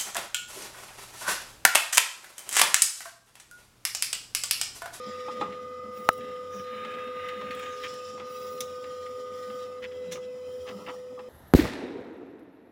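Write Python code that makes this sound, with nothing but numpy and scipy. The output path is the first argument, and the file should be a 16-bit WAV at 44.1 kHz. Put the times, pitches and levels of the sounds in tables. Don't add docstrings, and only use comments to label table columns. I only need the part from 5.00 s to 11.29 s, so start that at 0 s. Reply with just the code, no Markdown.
import sys
import numpy as np
from scipy import signal
from scipy.fft import rfft, irfft
from scipy.io import wavfile

SR = 44100
rng = np.random.default_rng(int(sys.argv[2]) if len(sys.argv) > 2 else 0)


def put_to_file(sound):
    columns = np.atleast_2d(sound).T
    safe = np.clip(columns, -1, 1)
    whole_steps = np.round(safe * 32767)
    wavfile.write(sys.argv[1], SR, whole_steps.astype(np.int16))


N = 277389
TIME = np.arange(N) / SR

# f/Hz, level/dB
KNOCK_COLOUR = [(100, -28), (200, -7), (400, 0), (640, -7), (760, -5), (840, 4.5), (940, 0), (1100, 0.5),
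                (1270, 7.5), (1500, -18.5), (3000, -69)]
# f/Hz, level/dB
PAPER_TICK_COLOUR = [(1200, -15), (2400, -4.5), (3000, -11), (3700, 4), (4600, -11), (5750, 2.5), (6350, 0),
                     (6950, -2), (8200, -13), (10900, -13.5), (13000, -28), (15000, -11)]
# f/Hz, level/dB
SIZZLE_COLOUR = [(3000, -26), (6500, -11), (8300, -2.5), (9500, 5.5), (10300, 0.5), (11000, 1.5),
                 (12200, -4), (13700, -5), (14500, -3), (15200, 1), (16000, 0)]


def undb(db):
    return 10 ** (np.asarray(db) / 20)


def unit(x):
    return x / np.sqrt(np.mean(x ** 2) + 1e-20)


def gain_curve(points):
    times, dbs = np.transpose(points)
    return undb(np.interp(TIME, times, dbs))


def walk(rate):
    f = np.arange(N // 2 + 1) * SR / N
    return unit(irfft(rfft(rng.standard_normal(N)) / (1 + (f / rate) ** 4), N))


def colour(x, points):
    size = 2048
    hz, db = np.transpose(points)
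    f = np.maximum(np.arange(size // 2 + 1) * SR / size, 1)
    curve = undb(np.interp(np.log(f), np.log(hz), db))
    cepstrum = irfft(np.log(curve))
    cepstrum[1:size // 2] *= 2
    cepstrum[size // 2 + 1:] = 0
    response = irfft(np.exp(rfft(cepstrum)))
    return signal.fftconvolve(x, response / np.linalg.norm(response))[:N]


def grains(rate, spread_db):
    size = undb(spread_db * np.minimum(rng.exponential(size=N), 4))
    return unit(rng.standard_normal(N) * size * (rng.random(N) < rate / SR))


def angle(hz, wobble):
    return 2 * np.pi * np.cumsum(hz * (1 + wobble * walk(5.17))) / SR


def tone(phase):
    return np.sqrt(2) * np.sin(phase + rng.uniform(0, 2 * np.pi))


def blows(times, dbs, t60, tail_db, tail_t60):
    envelope, t = np.zeros(N), TIME[:SR // 3]
    shape = undb(-60 * t / t60) + undb(tail_db - 60 * t / tail_t60)
    for start, db in zip(times, dbs):
        i = int(start * SR)
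        envelope[i:i + len(t)] += undb(db) * shape[:N - i]
    return envelope * rng.standard_normal(N)


def swell(start, length):
    age = np.maximum(TIME - start, 0) / (length / 2)
    return age * np.exp((1 - age ** 2) / 2)


def rub(start, length, attack_s=0.085, release_s=0.074):
    rise = np.clip((TIME - start) / attack_s, 0, 1)
    return rise * np.exp(-np.maximum(TIME - start - length, 0) / release_s)


def leaving(start=5.93, db_per_s=17):
    return undb(-db_per_s * np.maximum(TIME - start, 0))


def friction():
    # scrape/dB, hiss/dB, sizzle/dB
    idle = (-63.5, -66, -76)
    # t/s, length/s, scrape/dB, hiss/dB, sizzle/dB
    rubs = [(-0.1, 0.53, -54, -57, -71.5), (0.896, 0.25, -59, -62, -62), (1.146, 0.23, -55.5, -66, -75),
            (1.467, .13, -51, -70, -63.5), (1.633, 0.44, -45, -80, -72), (2.091, 0.61, -45.5, -69, -71),
            (2.457, 0.42, -54, -63, -68), (2.736, 0.36, -58.5, -51.5, -68.5),
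            (3.235, .39, -63, -57.5, -60.5), (3.623, 0.59, -66, -59, -68.5),
            (4.278, 0.34, -65.5, -57.5, -66), (4.88, 0.22, -64.5, -68.5, -77),
            (5.425, 0.53, -84, -61.5, -67.5)]
    page_power = sum((undb(dbs)[:, None] * rub(t, length)) ** 2 for t, length, *dbs in rubs)
    return np.sqrt(undb(idle)[:, None] ** 2 + page_power) * leaving()


def echoes(x, echo_db, count=9):
    out, index = x.copy(), np.arange(N)
    fine = signal.resample_poly(x, 4, 1)
    for delay_s in np.geomspace(.0009, .011, count):
        path_s = delay_s * rng.uniform(.85, 1.1) + .00009 * walk(1.23)
        echo = np.interp(index - path_s * SR, np.arange(len(fine)) / 4, fine)
        out += undb(echo_db) * rng.choice([-1, 1]) * echo
    return out / np.sqrt(1 + count * undb(echo_db) ** 2)


def housing():
    # t/s, length/s, level/dB
    roller_thumps = [(0.054, 0.066, -50.5), (0.31, 0.2, -46.5), (0.817, 0.12, -51), (0.985, 0.059, -51.5),
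                     (1.165, 0.093, -49), (1.537, 0.071, -51), (1.708, 0.18, -52), (1.92, 0.056, -48.5),
                     (2.066, 0.042, -47), (2.35, 0.16, -50.5), (3.093, 0.098, -55.5), (3.8, 0.047, -53),
                     (4.466, .08, -56), (4.826, 0.045, -54), (5.063, 0.12, -50), (5.67, 0.16, -48)]
    # f/Hz, level/dB
    rumble_colour = [(25, -44), (60, -21), (87, -17), (105, -7.5), (145, -5), (215, -4.5), (260, 2),
                     (320, -8), (420, -3.5), (580, -1), (680, -13.5), (1100, -19), (1600, -56.5)]
    # f/Hz, level/dB
    whirr_colour = [(500, -9), (700, 2.5), (900, 2.5), (1000, 7), (1130, 3.5), (1270, 17), (1500, -20),
                    (2050, -17), (2600, -33), (3100, -4.5), (4400, -14.5), (5400, -9), (8500, -14),
                    (15500, -20)]
    thumps = sum(undb(db) * swell(t, length) for t, length, db in roller_thumps)
    shake = undb(-56) + undb(-5) * thumps
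    low_note = unit((1 + walk(25)) * tone(angle(216, wobble=.07)))
    boom = (undb(-63.5) + thumps) * low_note
    rumble = colour(rng.standard_normal(N), rumble_colour) * shake * undb(2.9 * walk(21))
    whirr = colour(rng.standard_normal(N), whirr_colour) * undb(-60.5 + walk(4.1))
    return rumble + boom + whirr


def scanner(mirror_hz=505.1):
    # multiple of the turning rate, level/dB
    overtones = [(4, 0), (6, -5), (10, -4)]
    # t/s, level/dB
    low_boost = [(0, 8.5), (2.7, 3), (3.1, -11), (4.5, 0), (5.1, 5.5), (5.7, -3)]
    spin = angle(mirror_hz, wobble=.0001)
    low, *upper = [undb(-69 + db + 2 * walk(2.4)) * tone(k * spin) for k, db in overtones]
    return (low * gain_curve(low_boost) + sum(upper)) * leaving()


def motor(shaft_hz=83.68, roller_turn_s=.752):
    # multiple of the turning rate, level/dB
    overtones = [(6, 0.5), (7, -31), (12, -37), (18, -34.5)]
    # t/s, level/dB
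    hum_level = [(0.0, -41), (0.24, -38.5), (0.73, -42), (1.96, -39), (3.33, -42), (3.43, -39), (5.66, -39),
                 (5.85, -47), (5.88, -42), (6.29, -42.5)]
    shaft = angle(shaft_hz, wobble=0.00068)
    hum = sum(undb(db + 0.69 * walk(40)) * tone(k * shaft) for k, db in overtones)
    roller = np.cos(2 * np.pi * (TIME - .48) / roller_turn_s)
    fifth = undb(-60.5 + 7 * roller + 2 * walk(12)) * tone(5 * shaft + .5 * walk(10))
    throb = undb(-65 + 4 * walk(10)) * tone(angle(87, wobble=.04))
    return hum * gain_curve(hum_level) * undb(0.84 * walk(3.7)) + fifth + throb


def feed_gear(tooth_hz=1225.5, stop_s=4.802, ease_s=0.2, sag_db_per_s=.5):
    # f/Hz, level/dB; the first is an overtone of the motor's 502 Hz fan tone
    steady_whines = [(1507, -67), (2132, -76.5), (4518, -80), (5517, -90), (6910, -79.5)]
    # f/Hz, level/dB
    panel_colour = [(900, -52), (1150, -15.5), (1230, -25), (1265, 16.5), (1330, -25.5), (1600, -49.5)]
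    scrape = friction()[0]
    load = scrape / scrape.max()
    easing = np.clip(1 - (stop_s - TIME) / ease_s, 0, 1)
    main_gain = undb(-43 + 3.5 * load - sag_db_per_s * TIME - 4.5 * easing)
    third_gain = undb(-83) + undb(-59) * load
    teeth = angle(tooth_hz, wobble=.0005) + .1 * walk(40)
    shake = undb(-.5 + 1.6 * walk(30))
    rattle = colour(grains(rate=400, spread_db=0), panel_colour)
    whine = main_gain * (shake * tone(teeth) + undb(-12.5) * rattle)
    third_harmonic = undb(2 * walk(6.1)) * third_gain * tone(3 * teeth)
    faint = sum(undb(db + 3 * walk(4)) * tone(angle(hz, wobble=.0006)) for hz, db in steady_whines)
    running = np.clip((stop_s - TIME) / .003, 0, 1)
    return (whine + third_harmonic + faint) * running


def tray(note_hz=853, t60=0.05):
    # t/s, level/dB
    rings = [(.283, -30.5), (.413, -31)]
    out = 0
    for start, db in rings:
        age = np.maximum(TIME - start, 0)
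        out += undb(db - 60 * age / t60) * np.sin(2 * np.pi * note_hz * age)
    return out


def clatter():
    # t/s, body/dB, treble/dB
    knocks = [(0.285, -33, -42.5), (0.412, -21, -31), (0.523, -49, -44), (1.208, -63, -43),
              (1.849, -40, -35), (1.939, -46, -40), (2.287, -49, -31.5), (2.412, -40.5, -40),
              (2.508, -47, -32.5), (2.594, -62, -38), (2.659, -46, -38.5), (3.178, -42, -44),
              (3.198, -39, -41.5), (3.841, -52, -41), (4.061, -65, -43.5), (4.501, -47, -45),
              (4.593, -62, -55), (6.192, -51, -45)]
    # f/Hz, level/dB
    treble_colour = [(900, -26), (1500, 19), (2500, 16), (3600, 12.5), (4700, 0.5), (5600, -3.5),
                     (8000, -8.5), (15000, -39)]
    # t/s, tick/dB, sparkle/dB
    ticks = [(1.1298, -61, -43.5), (1.1787, -67, -47), (2.285, -77, -50), (2.5114, -50, -52),
             (2.549, -59, -46), (2.594, -64, -46), (2.9397, -48, -52), (3.6058, -26.5, -30),
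             (5.123, -33, -41)]
    times, body_db, treble_db = np.transpose(knocks)
    body = colour(blows(times, body_db, t60=0.05, tail_db=-10, tail_t60=0.3), KNOCK_COLOUR)
    treble = colour(blows(times, treble_db, t60=0.035, tail_db=-13.5, tail_t60=0.58), treble_colour)
    times, tick_db, sparkle_db = np.transpose(ticks)
    tick = colour(blows(times, tick_db, t60=0.042, tail_db=-14, tail_t60=0.3), PAPER_TICK_COLOUR)
    sparkle = colour(blows(times, sparkle_db, t60=0.022, tail_db=-24, tail_t60=.1), SIZZLE_COLOUR)
    return undb(-2.5) * (body + treble) + undb(-3) * tick + sparkle


def latch(snap_s=1.0892):
    # delay/s, relative force
    hits = [(0, -0.29), (.0004, 0.6), (.00095, -1), (.0016, -0.18)]
    # f/Hz, level/dB, time to fade by 60 dB/s
    notes = [(676, -16.5, 0.023), (900, -7, 0.0095), (1290, -11, 0.038), (1380, -16, 0.023),
             (1660, 2, 0.0073), (2320, -8, 0.0046), (3710, -12, 0.012), (5400, -18, 0.0056),
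             (6960, -18, 0.0049), (9400, -12.5, 0.0016), (10900, -25, 0.0025), (14900, -15, .003)]
    out, t = np.zeros(N), TIME[:SR // 8]
    ring = sum(undb(db - 60 * t / t60) * np.sin(2 * np.pi * hz * t) for hz, db, t60 in notes)
    for delay, force in hits:
        i = int((snap_s + delay) * SR)
        out[i:i + len(t)] += force * ring
    bass_cut = signal.butter(1, 220, "high", fs=SR, output="sos")
    return undb(-3) * signal.sosfilt(bass_cut, out)


def crinkling_sheet():
    # t/s, length/s, level/dB, bright share/dB
    buckles = [(2.825, 0.04, -35, -13.5), (4.82, 0.021, -42, -14.5), (4.836, 0.021, -37, -25),
               (4.909, 0.03, -53, -18), (5.109, 0.033, -43, 1.5), (5.136, 0.039, -48, -6),
               (5.657, 0.055, -47, -11), (5.861, 0.042, -38.5, -35)]
    # f/Hz, level/dB
    crease_colour = [(200, -6), (700, -20), (1200, -6.5), (1750, 2), (2300, -0.5), (3200, -1.5),
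                     (4000, -16.5), (5000, -16.5), (12000, -71)]
    # t/s, length/s, level/dB
    bends = [(5.14, 0.056, -50), (5.644, 0.09, -46.5), (5.76, 0.095, -49), (5.866, 0.045, -36.5),
             (5.923, 0.033, -47.5), (6.171, 0.035, -45.5)]
    creases = grains(rate=1500, spread_db=1.5)
    crackle = grains(rate=3500, spread_db=1.5)
    dull = sum(undb(db) * swell(t, length) for t, length, db, _ in buckles)
    bright = sum(undb(db + share) * swell(t, length) for t, length, db, share in buckles)
    bending = sum(undb(db) * swell(t, length) for t, length, db in bends)
    crinkle = colour(creases * dull, crease_colour) + colour(crackle * bright, PAPER_TICK_COLOUR)
    return crinkle + colour(bending * rng.standard_normal(N), KNOCK_COLOUR)


def swish(rest_hz=5250, settle_s=0.12):
    # t/s, length/s, starting f/Hz, level/dB
    strokes = [(-0.05, 0.16, 4570, -56.5), (1.493, 0.06, 5680, -52), (2.525, 1, 9740, -61.5)]
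    out = 0
    for start, length, hz, db in strokes:
        age = np.maximum(TIME - start, 0)
        centre_hz = rest_hz + (hz - rest_hz) * np.exp(-age / settle_s)
        band = unit((walk(450) + walk(1300)) * tone(angle(centre_hz, wobble=.03)))
        out += undb(db) * rub(start, length) * band
    return out * undb(2 * walk(35))


def scuffs():
    out = 0
    for hz in (1850, 2540, 3233, 3945):
        catch = undb(4 * np.minimum(walk(12), 1.8))
        out += catch * walk(170) * tone(angle(hz, wobble=.025))
    return unit(out)


def sliding_paper():
    # f/Hz, level/dB
    scrape_colour = [(500, -3.5), (800, -7), (1100, 4), (1270, 11), (1450, 6.5), (2100, 8), (2800, 6.5),
                     (3700, -5.5), (4400, -19), (8000, -27.5)]
    # f/Hz, level/dB
    hiss_colour = [(2000, -19.5), (3200, 6.5), (4000, -3), (4500, -1.5), (5100, 5), (5700, 4.5), (6350, -9),
                   (7200, 1.5), (8100, -13.5), (9400, -10.5), (13000, -32.5)]
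    scrape, hiss, sizzle = friction()
    drag = undb(1.75 * walk(24))
    scraping = undb(-1.5) * scrape * colour(grains(rate=4500, spread_db=1.6) * drag, scrape_colour)
    hissing = undb(.5) * hiss * colour(grains(rate=12000, spread_db=-2.0) * drag, hiss_colour)
    thin_tone = sizzle / sizzle.max() * unit(walk(600) * tone(angle(15000, wobble=.005)))
    sizzling = sizzle * (colour(grains(rate=20000, spread_db=1), SIZZLE_COLOUR) + thin_tone)
    scuffing = undb(-2.5) * np.sqrt(scrape * hiss) * scuffs()
    return scraping + hissing + sizzling + scuffing


def scene():
    inside = echoes(sliding_paper() + swish(), echo_db=-8)
    in_front = echoes(clatter() + crinkling_sheet(), echo_db=-15)
    machine = motor() + scanner() + feed_gear() + housing() + latch() + tray()
    return (machine + inside + in_front)[None]


def record(dry, low_hz=50, top_hz=15750):
    bass_cut = signal.butter(2, low_hz, "high", fs=SR, output="sos")
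    treble_cut = signal.ellip(10, .2, 80, top_hz, fs=SR, output="sos")
    thinned = signal.sosfilt(bass_cut, np.tanh(dry))
    return signal.sosfilt(treble_cut, thinned)


dry = scene()
out = record(dry)
put_to_file(out)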